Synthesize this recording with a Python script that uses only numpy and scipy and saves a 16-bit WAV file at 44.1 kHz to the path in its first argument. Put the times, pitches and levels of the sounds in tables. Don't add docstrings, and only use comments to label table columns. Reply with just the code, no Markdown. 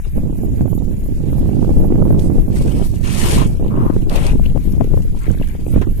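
import sys
import numpy as np
from scipy import signal
from scipy.fft import rfft, irfft
from scipy.io import wavfile
from scipy.ndimage import uniform_filter1d, map_coordinates

SR = 44100
rng = np.random.default_rng(int(sys.argv[2]) if len(sys.argv) > 2 else 0)


def to_wav(sig):
    pcm = np.clip(np.atleast_2d(sig), -1, 1) * 32767
    pcm = np.round(pcm).astype(np.int16)
    wavfile.write(sys.argv[1], SR, pcm.T)


def voltage_ratio(decibels):
    exponent = np.asarray(decibels, float) / 20
    return 10 ** exponent


N = 264600

# t/s, strength/dB, speed/dB
AIR_LEFT = [(0, -23.5, -7), (.1, -23, -4), (.18, -20, -3), (.35, -34, -2.5), (.7, -30, -3),
            (1.18, -36.5, 0), (1.68, -26.5, -3), (2.2, -29, -3), (2.56, -19, -3), (2.8, -28, -1.5),
            (3.08, -26.5, -3), (3.45, -27, -2.5), (3.97, -16.5, -3), (4.1, -23, 0), (4.73, -15, -2),
            (4.97, -19, -0.6), (5.2, -27, -0.84), (6, -31.5, -1)]
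AIR_RIGHT = [(0, -27, -6), (.1, -31, -4.5), (.17, -15.5, 0.98), (.66, -13, -0.8), (1, -18, -0.5),
             (1.28, -14.5, -0.5), (1.37, -12.5, 0.6), (1.9, -10.5, 2), (2.83, -14, 0.75), (2.88, -16.5, -2),
             (3.38, -13.5, 0.5), (3.62, -14.5, 1.5), (3.86, -13, 1.5), (3.9, -25, -3.5), (3.97, -17, 0.5),
             (4.3, -25, -1.5), (5.62, -20.5, -2.5), (5.79, -11, -2.5), (6, -26.5, -2)]
# t/s, lift/dB, length/s
BUFFETS_LEFT = [(0.104, -4, .1), (0.304, -1.5, 0.13), (.5, 2, 0.2), (.7, -5, 0.16), (1.1, -1, .2),
                (1.596, -3, .2), (1.397, 6, 0.032), (1.73, 6, 0.37), (2.114, 6.5, 0.29),
                (2.378, 10.5, 0.11), (2.952, 6.5, 0.11), (3.063, -9, 0.21), (3.55, 5.5, 0.13),
                (3.961, 2.5, 0.037), (4.21, 8.5, 0.18), (4.523, 3, 0.52), (4.99, 3.5, 0.087),
                (6, 22, 0.013)]
BUFFETS_RIGHT = [(.17, 3, 0.069), (.45, -4.5, 0.37), (.66, 6, 0.05), (1.7, -3.5, .2), (2.3, 2.5, 0.2),
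                 (4.9, 5, .4), (2.44, -11, 0.088), (2.7, -1, 0.2), (2.95, 1, 0.27), (3.4, 6.5, 0.086),
                 (3.57, -23, 0.047), (3.91, -2, 0.1), (4.021, 4, 0.041), (4.39, 11.5, 0.22),
                 (5.3, 12, 0.095), (5.57, -9, 0.088), (5.68, -3.5, 0.082), (5.79, 4.5, 0.31)]
# t/s, level/dB, length/ms
PUFFS_LEFT = [(.07, -26.5, 27), (.18, -14.5, 38.4), (0.626, -14.5, 75), (0.914, -21, 35), (1.398, -48, 14),
              (1.778, -23.5, 23.6), (1.947, -19, 17), (2.11, -12.5, 23), (2.187, -18, 20),
              (2.359, -23, 37.6), (2.388, -26, 19), (2.817, -14.5, 25.2), (3.598, -22.5, 14),
              (3.779, -14.5, 21.3), (3.809, -14, 20), (3.904, -10, 14), (3.956, -29, 51),
              (4.358, -12.5, 20.4), (4.397, -20, 11), (4.465, -18.5, 32), (4.521, -23, 12),
              (4.561, -11, 21.2), (4.576, -10.5, 6.9), (4.678, -22.5, 15), (4.739, -19.5, 13.7),
              (4.753, -24, 10.8), (4.81, -7.5, 10.9), (4.817, -9.5, 22.6), (4.917, -24, 11.7),
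              (4.937, -9, 21.2), (4.975, -16, 16.3), (5.004, -24, 14), (5.05, -27, 17), (5.15, -20, 20.8),
              (5.329, -31, 13.4), (5.346, -26.5, 9.5), (5.553, -24, 11.3), (5.414, -21, 16.8),
              (5.668, -19.5, 13.3), (4.941, -14.5, 17.4), (4.822, -14, 14.4), (3.9, -13.5, 11.1)]
PUFFS_RIGHT = [(0.18, -14, 45), (0.329, -19, 14.7), (0.357, -23.5, 15), (0.436, -15, 11.5),
               (0.594, -24, 9.5), (0.62, -15.5, 28), (0.658, -13.5, 14.8), (0.68, -15, 10.8),
               (0.731, -16, 11.7), (0.78, -17.5, 17.8), (0.822, -19, 15), (1.062, -18.5, 18),
               (1.308, -33, 16), (1.331, -15, 12.4), (1.366, -27, 11.6), (1.384, -16.5, 12.2),
               (1.46, -17.5, 13), (1.493, -16, 14), (1.63, -10.5, 25.7), (1.647, -13, 12.9),
               (1.684, -23, 12), (1.694, -17.5, 9.9), (1.739, -22, 9.2), (1.769, -16.5, 20),
               (1.846, -15, 16.8), (1.905, -12.5, 11.6), (1.924, -9.5, 10.8), (1.961, -23, 12),
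               (1.994, -16, 11.6), (2.025, -11.5, 9.3), (2.063, -20, 14.6), (2.106, -10.5, 7.5),
               (2.129, -18, 11.7), (2.177, -24, 11), (2.216, -30, 11.3), (2.26, -28, 16),
               (2.301, -12.5, 19.7), (2.612, -15.5, 15.6), (2.826, -18, 10.7), (3.627, -21, 7.7),
               (3.648, -17, 11.2), (3.742, -17, 10.6), (3.827, -11, 11.9), (3.864, -11.5, 17.7),
               (3.965, -11, 30.7), (4.846, -21, 19), (5.281, -16, 15.4), (5.308, -12.5, 26.3),
               (5.414, -15.5, 21.3), (5.683, -18.5, 14.4), (5.74, -16.5, 19.4), (5.763, -13, 33),
               (5.776, -13, 23.2), (5.818, -10.5, 19), (5.874, -15, 18)]
# t/s, push + or suck - / share of full scale
JABS_LEFT = [(.6158, 0.34), (1.9489, -0), (2.3857, -0.6), (3.7793, .5), (3.8116, -.45), (3.94, -0.7),
             (3.9677, -0.7), (4.4805, -0.34), (4.6768, -0.68), (4.7385, -0.65), (4.8137, -1),
             (4.9343, -0.73), (4.9385, -0.2)]
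JABS_RIGHT = [(.18, -0.89), (.261, 0.54), (.274, 0.8), (.3059, .5), (.4342, 0.56), (.6099, 1.5),
              (.656, 0.95), (.7535, 0.96), (1.1666, 0.24), (1.2385, 0.44), (1.5501, -1.2), (1.6084, -0.27),
              (1.7385, -0.11), (1.7689, 0.84), (1.9609, -0.58), (2.1466, -1.1), (2.2968, -.7), (3.3462, 1),
              (3.3711, 1.3), (3.384, -0.41), (3.6532, -0.17), (3.7847, 0.26), (4.3499, -0.68),
              (5.4001, 0.76), (5.7608, 1.1), (5.766, -1.1), (5.7741, -0.96), (5.781, 1.3), (5.8012, -0.39),
              (5.8149, -1.1), (5.8185, 0.99), (5.872, -.8), (5.887, .6)]
JAB_MS, REBOUND, REBOUND_MS = 1.1, 0.3, 3.5
# f/Hz, density/dB per Hz
RUMBLE = [(2, -18), (8, 10), (20, 16.5), (35, 9.5), (60, 7), (100, -7), (200, -50.5)]
# f/Hz, density/dB per Hz
EDDY = [(20, -8.5), (60, -1), (120, 1), (220, -3.5), (320, -11), (480, -21), (700, -32), (1000, -46),
        (1500, -59), (2500, -85)]

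# start t/s, length/s, scrape level/dB, spray above it/dB
TUGS = [(0.04, 0.024, -53, -10), (1.18, 0.26, -58, -10), (1.425, 0.23, -55, 1.5), (2.173, 0.091, -61, 18),
        (2.507, 0.17, -43.5, 3), (2.656, 0.19, -43.5, -0.5), (2.837, 0.068, -55.5, 12),
        (2.913, 0.1, -54, 6.5), (3.026, 0.097, -36.5, 3), (3.093, 0.27, -30, 2), (3.195, 0.13, -31.5, -6),
        (3.304, 0.13, -28, -9.5), (3.462, 0.11, -52, -1.5), (3.624, 0.18, -58.5, -17),
        (3.923, 0.097, -56.5, 4), (4.096, 0.014, -46, -8), (4.097, 0.063, -36, -3),
        (4.15, 0.026, -29.5, -15), (4.181, 0.1, -33.5, -4.5), (4.27, 0.075, -49, -3),
        (4.412, 0.08, -49.5, -15), (4.597, 0.082, -51, -7), (5.137, 0.1, -53, -0.5), (5.235, 0.18, -57, -8),
        (5.355, 0.2, -52.5, -9), (5.54, 0.26, -57, -3), (5.803, 0.073, -57, -11)]
SLACK_DB, SLACK_SPRAY_DB = -59, -56
BITE_SHARE, LET_GO_DB_PER_S, SAG_DB_PER_S = 0.39, 498, 0.5
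# f/Hz, density/dB per Hz
SCRAPE = [(150, -11), (350, 12), (700, 2.5), (1100, -2.5), (1500, -7), (2000, -3.5), (3000, -1.5),
          (4300, -10), (6000, -25.5), (10000, -21.5)]
# f/Hz, density/dB per Hz
SPRAY = [(2500, -25.5), (4500, -5), (6000, -6), (9400, -3), (11500, -9.5), (13900, -10), (15500, -13)]
# f/Hz, width/Hz, level/dB
HULL = [
    (1010, 30, -55),
    (1830, 82, 0),
    (2250, 24, 8.5),
    (2870, 29, -8.5),
    (4300, 97, -8),
    (6840, 100, -15),
]
# t/s, peak level/dB, f/Hz
SLAPS = [(0.615, -41, 9000), (0.844, -43, 9500), (0.965, -60, 13400), (2.194, -30, 3600),
         (3.147, -24.5, 6000), (3.244, -40, 8000), (3.343, -24, 3620), (3.351, -22, 3550),
         (4.0961, -24, 3600), (4.1595, -19.5, 3600), (4.2663, -20.5, 2980), (4.722, -37, 6000),
         (4.575, -38, 2000), (4.635, -46, 2500), (4.654, -44, 2500), (4.809, -38, 1790),
         (4.842, -36.5, 3000), (5.021, -39, 6460), (5.815, -31, 2480)]
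# start t/s, length/s, level/dB, f/Hz, width/Hz
RUBS = [(3.035, 0.2, -37.5, 2200, 1300), (3.041, 0.28, -42.5, 890, 580), (3.205, 0.033, -32, 1920, 220),
        (3.2, 0.076, -36, 2980, 210), (3.372, 0.055, -29.5, 1040, 200), (4.096, 0.082, -26.5, 510, 370),
        (3.7, 0.2, -35.5, 1060, 300), (4.168, 0.13, -34.5, 630, 490), (4.261, 0.036, -38.5, 2500, 450),
        (4.312, .025, -57, 2800, 700), (5.2, 0.056, -46, 1300, 420), (3.25, .2, -41.5, 1700, 2000),
        (3.4, 0.081, -42.5, 7900, 4000), (1.2, 0.45, -58.5, 4000, 3800), (3.47, 0.051, -46, 510, 400),
        (4.19, .045, -43.5, 2800, 690), (4.13, 0.034, -48, 4300, 610), (5.81, 0.015, -31.5, 970, 950),
        (0.057, .02, -57, 4800, 2000), (4.097, 0.22, -44, 1300, 830), (4.17, 0.098, -49, 8600, 4500),
        (3.26, 0.13, -42, 8500, 3100), (3.05, 0.1, -42, 7500, 4000), (4.8, .3, -55, 1500, 1000),
        (5.665, 0.047, -50, 9000, 2500), (5.72, .065, -44.5, 1500, 1100), (3.9, .04, -42, 1050, 230)]
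# t/s, peak level/dB, f/Hz
DRIPS = [(4.0194, -44.5, 2670), (4.439, -47, 2420), (4.4551, -41, 2600), (4.459, -36.5, 2900),
         (4.4976, -44.5, 2870), (5.186, -53, 2600), (5.229, -51, 2610), (5.2405, -41, 2150),
         (5.255, -43, 1580), (5.264, -38, 1700), (5.271, -37.5, 2180), (5.286, -48, 1790),
         (5.299, -41, 1490), (5.305, -47, 2980), (5.335, -43, 1500), (5.3487, -46, 2150),
         (5.374, -48, 1610), (5.384, -46, 3580), (5.397, -45, 1400), (5.423, -38, 2700), (5.431, -41, 1890),
         (5.4454, -54, 3100), (5.458, -49, 2200), (5.475, -46, 1850), (5.487, -46, 1610),
         (5.496, -41.5, 2280), (5.505, -56, 1900), (5.546, -51, 1700), (5.664, -47, 2520),
         (5.7436, -45, 2310), (5.813, -47, 2280)]
# t/s, peak level/dB, f/Hz
TICKS = [
    (2.563, -43, 7000),
    (2.659, -44, 7000),
    (2.79, -42, 7000),
    (3.385, -27, 6900),
    (3.683, -43, 2950),
    (5.191, -42, 8000),
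    (5.236, -40, 7500),
    (5.316, -39, 7700),
    (5.475, -40, 7540),
    (5.488, -40, 8000),
]
LAG = 14

# first stroke's peak t/s, level/dB, strokes/count
CHIRPS = [(.114, -52, 2), (.378, -47.5, 2), (.578, -56, 1), (.703, -45, 2), (.844, -55, 1), (1, -48, 2),
          (1.326, -49, 2), (1.712, -65, 1), (1.798, -48.5, 2), (2.056, -49, 2), (2.421, -51, 2),
          (2.56, -55, 2), (2.66, -56, 2), (2.875, -43, 1), (3.503, -52, 1), (3.873, -54, 1),
          (4.395, -55.5, 2), (4.654, -47, 2), (4.984, -52, 2), (5.22, -53, 2), (5.373, -51, 2),
          (5.667, -48.5, 2), (5.918, -50, 2)]
STROKE_GAP_S, STROKE_GAIN_DB = 0.064, 2
# f/Hz, density/dB per Hz
HISS = [(710, -40), (1200, -55), (1490, 10.5), (2410, 9.5), (3610, -4), (6870, -36), (7570, -17),
        (11600, 10.5), (14400, 1.5), (15500, -30)]
HISS_DB = -55.5
# f/Hz, width/Hz, throbs per s, level/dB
CHORUS = [
    (6950, 600, 26, -66.5),
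    (8530, 420, 34, -74),
]
# f/Hz, share/0-1
STARVED = [(1200, .04), (1500, .1), (3500, .06), (5200, .3), (6200, .08), (10300, .08), (12800, .16),
           (13700, .2), (14800, .7), (15500, .93)]


def wind(air, buffets, puffs, gusty_db, lumpy_db, rumble_db, follows):
    pattern = coloured(rng.standard_normal(2 * N), EDDY)
    gust = 0.3548 * drift(18.87) + 0.6984 * drift(50.8) + 0.5 * drift(113.3)
    speed = np.clip(voltage_ratio(curve(air, column=2) + gusty_db * gust), 0, 3)
    lowpass = signal.butter(4, 3000, fs=SR, output="sos")
    eddies = signal.sosfilt(lowpass, swept(pattern, speed, size=11025))
    eddies = eddies * (0.79 + 0.12 * abs(eddies))
    strength_db, shove_db = curve(air, column=1), buffeting(buffets)
    out = voltage_ratio(strength_db + 0.52 * shove_db + lumpy_db * gust) * eddies
    slow_db = rumble_db + follows * (strength_db + 14.0) + shove_db + 2.44 * drift(9)
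    out += voltage_ratio(slow_db) * coloured(rng.standard_normal(N), RUMBLE)
    for (s, db, ms), start in zip(puffs, rng.random(60)):
        add(out, s - ms / 2000, puff(pattern, round(start * N), db, ms))
    return out


def puff(pattern, at, db, ms):
    shape = np.hanning(round(ms * SR / 1000))
    peak_speed = voltage_ratio(5.0 + 0.083 * (db + 16) - 3.377 * np.log(ms / 16))
    rush = peak_speed * (0.402 + 0.566 * shape)
    piece = map_coordinates(pattern[at:at + 8192], [64 + np.cumsum(rush)], order=3)
    u = np.linspace(-1, 1, len(shape)) * 7.86
    flip = np.sin(1.72 * u) * np.exp(-u ** 2 / 1.85)
    return voltage_ratio(db + 3.5) * (evened(piece) * shape + 0.68 * flip)


def swept(pattern, speed, size):
    way, out = np.cumsum(speed), 0
    for at in (np.arange(N), np.arange(N) + size // 2):
        turn = at // size
        fresh = rng.uniform(0, len(pattern) - 3 * size, turn[-1] + 1)
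        begun = way[np.searchsorted(turn, turn)]
        fade = np.sin(np.pi * (at % size) / size)
        out = out + fade * map_coordinates(pattern, [fresh[turn] + way - begun], order=1)
    return out


def buffeting(buffets):
    t = np.arange(N) / SR
    return sum(db * np.exp(-(2 * (t - s) / length) ** 2) for s, db, length in buffets)


def jabs(table):
    out, ms = np.zeros(N), np.arange(-441, 442) * 1000 / SR
    shape = np.exp(-(ms / JAB_MS) ** 2) - REBOUND * np.exp(-((ms - 0.8) / REBOUND_MS) ** 2)
    for s, share in table:
        add(out, s - 441 / SR, share * shape)
    return out


def haul():
    slip = 1.58 * drift(41) + 0.52 * drift(5.1)
    struck_db = [db - 7 + 3.9 * drift(5.8) for _, _, db in HULL]
    rung = []
    for _ in range(2):
        ticks = patter(6000, 0.73, 0.94)
        panels = sum(voltage_ratio(db) * resonate(ticks, hz, width) for (hz, width, _), db in zip(HULL, struck_db))
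        rung.append(ticks + panels)
    level_db, spray_db = tugging()
    loose = np.clip((-22.5 - level_db) / 18, 0.45, 1)
    froth = loose * bubbles(per_s=800, cycles=8.3, spread_db=4.5)
    scrape = ports(*[coloured(x, SCRAPE) + 0.7 * froth for x in rung], 4.6, 0.033)
    spray = ports(*[coloured(patter(7000, 5.3, 0.7), SPRAY) for _ in range(2)], 3.8, 0.051)
    scrape *= voltage_ratio(level_db + 1.1 * loose * slip)
    spray = spray * voltage_ratio(spray_db - 1.94 + 1.24 * loose * slip)
    return patchy(scrape + spray, depth_db=1.0)


def tugging():
    scrape, spray = np.full(N, voltage_ratio(SLACK_DB)), np.full(N, voltage_ratio(SLACK_SPRAY_DB))
    for s, length, db, spray_db in TUGS:
        t = np.arange(0, length + 0.2, 1 / SR)
        bite = np.minimum(t / (BITE_SHARE * length), 1)
        pull = bite * voltage_ratio(db - SAG_DB_PER_S * t - LET_GO_DB_PER_S * np.maximum(t - length, 0))
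        add(scrape, s, pull)
        add(spray, s, pull * voltage_ratio(spray_db))
    return 20 * np.log10(scrape), 20 * np.log10(spray)


def patter(per_s, spread_db, wash):
    size = voltage_ratio(spread_db * np.minimum(rng.exponential(1, N), 4)) * rng.standard_normal(N)
    return evened(size * (rng.random(N) < per_s / SR)) + wash * rng.standard_normal(N)


def bubbles(per_s, cycles, spread_db):
    size = voltage_ratio(spread_db * np.minimum(rng.exponential(1, N), 4)) * (rng.random(N) < per_s / SR)
    kind, out = rng.integers(0, 16, N), np.zeros(N)
    for k, hz in enumerate(np.geomspace(900, 4200, num=16)):
        turns = np.arange(0, 3 * cycles, hz / SR)
        ring = np.sin(2 * np.pi * turns) * turns * np.exp(-3 * turns / cycles)
        out += signal.oaconvolve(size * (kind == k), ring)[:N]
    return evened(out)


def patchy(x, depth_db):
    z = signal.stft(x, nperseg=512)[2]
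    islands = rng.standard_normal(z.shape[:0:-1]).T
    islands = uniform_filter1d(uniform_filter1d(islands, size=7, axis=0), size=9, axis=1)
    return signal.istft(z * voltage_ratio(depth_db * evened(islands)), nperseg=512)[1][:, :N]


def rubs():
    out = np.zeros((2, N))
    for s, length, db, hz, width in RUBS:
        t = np.arange(0, length + 0.064, 1 / SR)
        grit = rng.standard_normal((3, len(t)))
        a, b = resonate(resonate(grit[:2], hz, width), hz, 2 * width)
        judder = evened(uniform_filter1d(grit[2], size=300))
        grip = np.minimum(t / 0.011, 1) * voltage_ratio(db + 2.75 * judder - 600 * np.maximum(t - length, 0))
        add(out, s, ports(evened(a), evened(b), 4.0, 0.51) * grip)
    return out


def slaps():
    out, t = np.zeros((2, N)), np.arange(3000) / SR
    for s, db, hz in SLAPS:
        burst = rng.standard_normal((2, len(t)))
        a, b = 0.5 * burst + 0.71 * resonate(burst, hz, 0.82 * hz)
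        decay = voltage_ratio(db + 3.0 - 60 * t / 0.022) + voltage_ratio(db - 29 - 60 * t / 0.07)
        add(out, s, ports(a, b, 3.7, 0.55) * decay)
    return out


def drips():
    out, t = np.zeros((2, N)), np.arange(900) / SR
    for s, db, hz in DRIPS:
        splat = evened(resonate(resonate(rng.standard_normal(len(t)), hz, 880), hz, 1600))
        note = 0.6 * np.sin(2 * np.pi * hz * (t + 3.8 * t ** 2)) + 0.47 * splat
        note *= voltage_ratio(db + 8 - 60 * t / 0.016) * (1 - np.exp(-t / 0.0011))
        add(out, s, ports(note, note, 24.1, 1.0))
    return out


def ticking():
    out, t = np.zeros((2, N)), np.arange(600) / SR
    for s, db, hz in TICKS:
        a, b = resonate(rng.standard_normal((2, len(t))), hz, 0.5 * hz)
        decay = voltage_ratio(db + 3.0 - 60 * t / 0.015)
        add(out, s - 0.0015, ports(evened(a), evened(b), 7.4, 0.56) * decay)
    return out


def katydid():
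    teeth_per_s = 450 * voltage_ratio(0.5 * drift(90))
    teeth = np.diff(np.floor(np.cumsum(teeth_per_s) / SR), prepend=0) * rng.uniform(0.39, 1.0, N)
    teeth += 0.14 * rng.standard_normal(N)
    low, high = [evened(resonate(resonate(teeth, hz, 1500), hz, 2400)) for hz in (11300, 12000)]
    out, u = np.zeros(N), np.linspace(0, 1, round(0.056 * SR))
    swell = np.sin(np.pi * u ** 1.1) ** 0.77
    for first_s, first_db, count in CHIRPS:
        for k in range(round(count)):
            s, db = first_s + k * STROKE_GAP_S, first_db + k * STROKE_GAIN_DB
            at = min(round((s - 0.038) * SR), N - len(u))
            rasp = (1 - u) * low[at:at + len(u)] + u * high[at:at + len(u)]
            add(out, s - 0.033, voltage_ratio(db + 5.0) * swell * rasp)
    turning_db = np.array([[0.], [-9.]]) + np.array([[0.], [0.6]]) * np.arange(N) / SR
    return ports(out, np.roll(out, 5), 0, 1.0) * voltage_ratio(turning_db)


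def night():
    t = np.arange(N) / SR
    hiss = ports(*coloured(rng.standard_normal((2, N)), HISS), 1.5, 0.11)
    out = hiss * voltage_ratio(HISS_DB + 1.5 + 2.0 * drift(10.0))
    for hz, width, per_s, db in CHORUS:
        throb = 0.6 + 0.4 * np.cos(2 * np.pi * per_s * t + 2 * drift(2))
        a, b = resonate(resonate(rng.standard_normal((2, N)), hz, width), hz, width)
        level = voltage_ratio(db + 4.5 + 2.7 * drift(1.0) - 0.27 * t)
        out += ports(evened(a), evened(b), 6.8, 0.27) * throb * level
    return out


def evened(x):
    return x / np.sqrt(np.mean(x ** 2) + 1e-20)


def curve(table, column):
    rows = np.array(table)
    return np.interp(np.arange(N) / SR, rows[:, 0], rows[:, column])


def coloured(x, points):
    f, db = np.transpose(points)
    hz = np.fft.rfftfreq(x.shape[-1], 1 / SR)
    gain = voltage_ratio(np.interp(np.log(hz + 1), np.log(f + 1), db))
    return evened(irfft(rfft(x) * gain, x.shape[-1]))


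def drift(per_s):
    hz = np.fft.rfftfreq(N, 1 / SR)
    return evened(irfft(rfft(rng.standard_normal(N)) * np.exp(-(hz / per_s) ** 2), N))


def resonate(x, hz, width):
    return signal.lfilter(*signal.iirpeak(hz, hz / width, SR), x)


def add(mix, s, sound):
    part = mix[..., max(round(s * SR), 0):][..., :sound.shape[-1]]
    part += sound[..., :part.shape[-1]]


def ports(x, other, pan_db, same):
    same = np.clip(same, 0, 1)
    left = np.roll(x, LAG) * voltage_ratio(pan_db / 2)
    right = (same * x + np.sqrt(1 - same ** 2) * other) / voltage_ratio(pan_db / 2)
    return np.array([left, right])


def scene():
    left = wind(AIR_LEFT, BUFFETS_LEFT, PUFFS_LEFT, gusty_db=2.0, lumpy_db=2.5, rumble_db=-15, follows=0.14)
    right = wind(AIR_RIGHT, BUFFETS_RIGHT, PUFFS_RIGHT, gusty_db=1.0, lumpy_db=1.5, rumble_db=-18.5, follows=0.15)
    air = np.array([left + jabs(JABS_LEFT), right + jabs(JABS_RIGHT)])
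    return air + haul() + rubs() + slaps() + drips() + ticking() + katydid() + night()


def starved(x, jitter_db, weak_db):
    hz, t, z = signal.stft(x, SR, nperseg=2048, noverlap=1024, window="cosine")
    power = abs(z[:, :1024]) ** 2
    band = power.reshape(2, 128, 8, -1).mean(2)
    band_hz = hz[4:1024:8]
    luck = uniform_filter1d(rng.standard_normal((len(t), 128)).T, size=3)
    luck = evened(uniform_filter1d(luck, size=2, axis=0))
    wind_db = uniform_filter1d(10 * np.log10(power.mean((0, 1)) + 1e-20), size=9)
    insects, middle = band[:, 62:76].mean((0, 1)), band[:, 20:50].mean((0, 1))
    singing = np.log10(insects / (middle + 1e-20) ** 0.7 + 1e-9)
    luck[78:] = luck[78] - 0.33 * wind_db + 3.6 * singing
    thirst = np.select([band_hz < 10500, band_hz < 13400], [8, -4], 2)[:, None]
    need = thirst * np.log10(band.mean(0) + 1e-20) + jitter_db * luck
    rank = need.argsort(1).argsort(1) / len(t)
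    group_hz = np.maximum(band_hz // 689 * 689 + 344, 0)
    kept = rank >= np.interp(group_hz, *np.transpose(STARVED), left=0)[:, None]
    line_hz = hz[:1024, None]
    strong = (power > np.repeat(band, 8, 1) * voltage_ratio(2 * weak_db)) | (line_hz < 1200)
    z[:, :1024] *= np.repeat(kept, 8, 0) * strong * (line_hz < 15750)
    return signal.istft(z, SR, nperseg=2048, noverlap=1024, window="cosine")[1][:, :N]


def top_cut(x):
    return signal.sosfilt(signal.butter(12, 15700, fs=SR, output="sos"), x)


def record(dry):
    sharp = 40
    limited = dry / (1 + abs(dry) ** sharp) ** (1 / sharp)
    mix = starved(limited, jitter_db=12.0, weak_db=-3.0)
    return top_cut(mix)


dry = scene()
out = record(dry)
to_wav(out)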